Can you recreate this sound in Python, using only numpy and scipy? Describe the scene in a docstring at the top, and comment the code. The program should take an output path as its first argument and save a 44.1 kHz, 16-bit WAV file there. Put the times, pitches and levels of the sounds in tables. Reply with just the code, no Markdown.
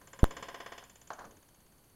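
"""Fuel injector on a test bench

A fuel injector fires 17 times a second in a workshop. Each firing is a short metallic ring and rattle
plus a lower clack. The clack swells and fades over the run, and late on the ticking is faint.
Something bumps the microphone early on; later an object knocks and scuffs on the bench.
Behind it all are the rumble and hiss of the room and a thin electrical whine."""
import sys
import numpy as np
from scipy import signal
from scipy.fft import rfft, irfft
from scipy.io import wavfile
from scipy.ndimage import uniform_filter1d

SR = 44100
rng = np.random.default_rng(int(sys.argv[2]) if len(sys.argv) > 2 else 0)


def dump(signal):
    """Clip the signal to [-1, 1] and save it as 16-bit WAV at the path in sys.argv[1]."""
    limited = np.clip(np.atleast_2d(signal).T, -1, 1)
    pcm = np.round(limited * 32767).astype(np.int16)
    wavfile.write(sys.argv[1], SR, pcm)


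N = 85995
HIT_SAMPLES = 16384  # length of one hit with its tail

# How strong the firings are as time goes on. Each row: time in seconds, then the levels in dB
# of the clack, the rattle, the steel ring and the higher steel ring.
FIRING_LEVELS = [(.013, -58, -74, -69, -73.5), (.072, -59, -66, -61.5, -60.5),
                 (.131, -51, -60.5, -61.5, -57), (.249, -47, -55.5, -60, -55.5),
                 (.425, -42.5, -49.5, -59.5, -55.5), (.484, -43.5, -52.5, -61, -60.5),
                 (.602, -44, -51.5, -63, -67), (.72, -44.5, -53.5, -63, -65),
                 (.779, -50, -52, -59.5, -62.5), (.837, -60.5, -62.5, -61.5, -61.5),
                 (.955, -63.5, -66, -62, -62), (1.073, -66, -69, -62, -61), (1.132, -56, -66.5, -55, -62.5),
                 (1.191, -55, -66.5, -62, -66), (1.31, -67, -73, -64, -74), (1.485, -70, -77, -69, -79),
                 (1.66, -75, -80, -71.5, -83), (1.897, -76, -81, -72.5, -82)]
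# The tone of the low clack. Each row: frequency in Hz, level in dB.
CLACK_TONE = [(100, -15), (260, -7.5), (400, -4.5), (540, -.5), (790, -4.5), (980, 0), (1330, -6),
              (1620, .5), (2150, -7), (2700, -28.5), (5000, -52)]
# The tone of the mid rattle. Each row: frequency in Hz, level in dB.
RATTLE_TONE = [(1200, -28), (2250, -4), (3000, 0), (3550, -2), (3950, -15), (4350, -6.5), (4750, -9),
               (5200, -6.5), (5600, -12.5), (6300, -12), (7300, -17), (7800, -25), (15000, -32)]
# The tone of the steel ring near 6 kHz. Each row: frequency in Hz, level in dB.
RING_TONE = [(2200, -34), (2780, -10), (2920, -17), (3070, -9), (3450, -24), (4400, -17), (5500, -27),
             (5850, -4.5), (6100, -6), (6400, 0), (6700, -4), (7100, -20), (10000, -35.5)]
# The tone of the higher steel ring near 7 kHz. Each row: frequency in Hz, level in dB.
HIGH_RING_TONE = [(4000, -39), (6600, -21), (6950, -5), (7150, -1.5), (7290, -3), (7480, -22), (10000, -40)]


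def injector():
    """Every firing is a small blow that makes the metal clack, rattle and ring."""
    times, clack_db, rattle_db, ring_db, high_ring_db = np.transpose(FIRING_LEVELS)
    # Each shape: rise in seconds, fade in seconds, tail level in dB, tail fade in seconds.
    clack_shape = (.004, .045, -10.5, .3)
    rattle_shape = (.004, .075, -7, .26)
    ring_shape = (.0016, .038, -12, .22)
    high_ring_shape = (.0012, .035, -14.5, .2)
    return (firings(times, clack_db, CLACK_TONE, clack_shape, variety=.31, jitter=.1)
            + firings(times, rattle_db, RATTLE_TONE, rattle_shape, variety=.4, jitter=.5)
            + firings(times, ring_db, RING_TONE, ring_shape, variety=.41, jitter=1.9)
            + firings(times, high_ring_db, HIGH_RING_TONE, high_ring_shape, variety=.3, jitter=.5))


# The pitches at which the injector and its stand ring.
# Each row: frequency in Hz, width in Hz, boost in dB.
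METAL_RESONANCES = [(392, 30, 6), (555, 48, 7), (697, 32, 6), (1022, 55, 8), (1147, 25, 6), (1515, 30, 3),
                    (1600, 30, 4), (1850, 30, 5), (2280, 35.3, 5), (2580, 35, 3), (2970, 70, 4.5),
                    (3365, 30, 6), (3487, 40, 7), (5170, 150, 6.5), (6320, 66, 4.5), (7030, 110, 6.5)]


def firings(level_times, levels_db, tone, shape, variety, jitter, first_s=.0127, period_s=.05888):
    """One tick repeats at every firing; it drifts slowly and varies a little each time."""
    starts = first_s + period_s * np.arange(int(N / SR / period_s))
    early, late, *variants = colour(blows(*shape, count=6), tone, METAL_RESONANCES)
    shared = np.sqrt(1 - variety ** 2)
    out = np.zeros(N)
    for start, (pick, wobble) in zip(starts, rng.random((len(starts), 2))):
        turn = np.pi * start * SR / N
        drifting = np.cos(turn) * early + np.sin(turn) * late
        tick = shared * drifting + variety * variants[int(pick * len(variants))]
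        db = np.interp(start, level_times, levels_db) + jitter * (1.9 * wobble - 1.5)
        add(out, start, amp(db) * level_onset(tick))
    return out


# Two snaps on the microphone. Each row: start in seconds, level in dB, width in seconds.
MIC_SNAPS = [(.2308, -35, .00005), (.2418, -11.2, .00042)]
# The tone of a snap. Each row: frequency in Hz, level in dB.
SNAP_TONE = [(300, 1), (1500, 0), (3000, -5), (4400, -4), (5400, -9), (7000, -5), (9000, 0), (11000, 1),
             (13000, -1), (15800, -9)]


def microphone_bump(start_s=.2317, rise_s=.0012, fall_s=.0092, push_db=-6, low_cut_hz=8):
    """A push of pressure between two snaps; cutting the deepest bass makes it swing back past zero."""
    t = np.arange(N) / SR
    rise = np.sin(np.pi / 2 * np.clip((t - start_s) / rise_s, 0, 1)) ** 2
    fall = np.clip(1 - (t - start_s - rise_s) / fall_s, 0, 1) ** 1.55
    pressure = amp(push_db) * rise * fall
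    for start, db, width_s in MIC_SNAPS:
        pulse = np.clip(width_s * SR - np.arange(1024), 0, 1)
        add(pressure, start, amp(db) * colour(pulse, SNAP_TONE))
    return signal.lfilter(*signal.butter(1, low_cut_hz, "highpass", fs=SR), pressure)


# Knocks and scuffs on the bench.
# Each row: start in seconds, level in dB, rise in seconds, seconds to fade by 60 dB.
BENCH_KNOCKS = [(.823, -55, .004, .06), (1.1032, -38.8, 0.0011, .045), (1.115, -48.5, 0.0018, 0.054),
                (1.131, -51, 0.0018, .05), (1.185, -52.5, 0.0017, .07), (1.1902, -49.5, 0.00088, .07),
                (1.204, -50, .004, .1), (1.217, -52, .002, 0.13), (1.240, -50, .004, .08)]
# The tone of the knocked object. Each row: frequency in Hz, level in dB.
OBJECT_TONE = [(80, -20), (250, -13), (450, -7), (720, 1), (1120, 1), (1330, -4), (1580, -3), (1900, -15),
               (2500, -24), (3300, -24), (3800, -28), (4250, -20), (5200, -29), (6500, -25), (8000, -40),
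               (15000, -48)]


def bench_knocks():
    """An object knocks on the bench, scuffs and settles in a string of short blows."""
    out = np.zeros(N)
    for start, db, rise_s, fade_s in BENCH_KNOCKS:
        blow = blows(rise_s, fade_s, tail_db=-13, tail_fade_s=.36)[0]
        add(out, start, amp(db) * level_onset(colour(blow, OBJECT_TONE)))
    return out


# Soft low thuds. Each row: start in seconds, level in dB, rise in seconds, seconds to fade by 60 dB.
SOFT_THUDS = [(.25, -51, 0.018, 0.91), (.37, -56, .015, .7), (1.19, -55, .02, .5), (1.245, -54.5, .015, .6)]
# The tone of a thud. Each row: frequency in Hz, level in dB.
THUD_TONE = [(30, -1), (140, -2), (260, -.5), (480, -2), (800, -11), (2500, -39.5)]


def soft_thuds():
    """Deep noise swells and dies away, after the bump and as the object settles."""
    out, t = np.zeros(N), np.arange(HIT_SAMPLES) / SR
    for start, db, rise_s, fade_s in SOFT_THUDS:
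        loudness = np.minimum(t / rise_s, 1) * amp(db - 60 * t / fade_s)
        rumble = unit(colour(rng.standard_normal(HIT_SAMPLES), THUD_TONE))
        add(out, start, loudness * rumble)
    return out


# The tone of the workshop's background noise. Each row: frequency in Hz, level in dB.
ROOM_TONE = [(20, -3), (50, -4), (137, -4), (300, -10), (550, -14), (1150, -18), (2260, -25), (3100, -24.5),
             (3600, -27.5), (4450, -24), (5370, -30.5), (6300, -27.5), (7300, -29.5), (9200, -21),
             (12700, -21.5), (14200, -28.5), (15800, -30)]


def room_noise(start_db=-61.6, fade_db_per_s=1.4):
    """The room's rumble and hiss ease off slowly."""
    t = np.arange(N) / SR
    gains = amp(tone_db(ROOM_TONE, np.fft.rfftfreq(N, 1 / SR)))
    air = irfft(rfft(rng.standard_normal(N)) * gains, N)
    return amp(start_db - fade_db_per_s * t) * unit(air)


def electrical_whine(hz=4480, db=-83):
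    """One thin, steady, high note."""
    t = np.arange(N) / SR
    return amp(db) * unit(np.sin(2 * np.pi * hz * t))


def blows(rise_s, fade_s, tail_db, tail_fade_s, first=.35, count=1, size=4096):
    """A blow's crowded echoes start abruptly, swell and die, leaving a room tail. Fades are by 60 dB."""
    t = np.arange(HIT_SAMPLES) / SR
    since_peak = np.maximum(t - rise_s, 0)
    rise = first + (1 - first) * np.minimum(t / rise_s, 1)
    fade = amp(-60 * since_peak / fade_s)
    loudness = (rise * fade)[:size] + 1e-9
    burst = loudness * rng.standard_normal((count, size))
    for _ in range(2):  # even out chance peaks, first in tone and then in loudness
        spectrum = rfft(burst)
        burst = irfft(spectrum / (abs(spectrum) + 1e-12))
        power = abs(uniform_filter1d(burst ** 2, size=90))
        burst = loudness * burst / np.sqrt(power + 1e-20)
    tail_loudness = (1 - fade) * amp(tail_db - 60 * since_peak / tail_fade_s)
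    out = tail_loudness * rng.standard_normal((count, HIT_SAMPLES))
    out[:, :size] += burst
    return out


def colour(sound, tone, resonances=()):
    """Filters a hit so that it takes on a tone and rings at the given resonances."""
    hz = np.fft.rfftfreq(HIT_SAMPLES, 1 / SR)
    peaks_db = sum(boost / (1 + (2 * (hz - centre) / width) ** 2) for centre, width, boost in resonances)
    cepstrum = irfft(np.log(amp(tone_db(tone, hz) + peaks_db)))
    # Folding onto the first half makes the ringing come after the hit, never before it.
    cepstrum[1:HIT_SAMPLES // 2] *= 2
    cepstrum[HIT_SAMPLES // 2 + 1:] = 0
    return irfft(np.exp(rfft(cepstrum)) * rfft(sound, HIT_SAMPLES))


def tone_db(tone, hz):
    """Reads levels between the rows of a tone table, with octaves evenly spaced."""
    row_hz, row_db = np.transpose(tone)
    return np.interp(np.log(hz + 1), np.log(row_hz), row_db)


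def amp(db):
    """Turns decibels into a volume factor."""
    return 10 ** (np.asarray(db) / 20)


def unit(sound):
    """Scales a sound to an average strength (rms) of 1."""
    return sound / np.sqrt(np.mean(sound ** 2) + 1e-20)


def level_onset(hit):
    """Scales a hit so that its first 14 ms have an average strength (rms) of 1."""
    return hit / np.sqrt(np.mean(hit[:617] ** 2))


def add(mix, start_s, sound):
    """Mixes a sound in at its start time."""
    part = mix[max(round(start_s * SR), 0):][:len(sound)]
    part += sound[:len(part)]


def scene():
    """All the sounds meet at one microphone."""
    mix = injector() + microphone_bump() + bench_knocks() + soft_thuds()
    return (mix + room_noise() + electrical_whine())[None]


def record(dry):
    """The recorder cuts off the highest treble."""
    treble_cut = signal.firwin(511, cutoff=15900, window=("kaiser", 9), fs=SR)
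    return signal.oaconvolve(dry, treble_cut[None], "same")


dry = scene()
out = record(dry)
dump(out)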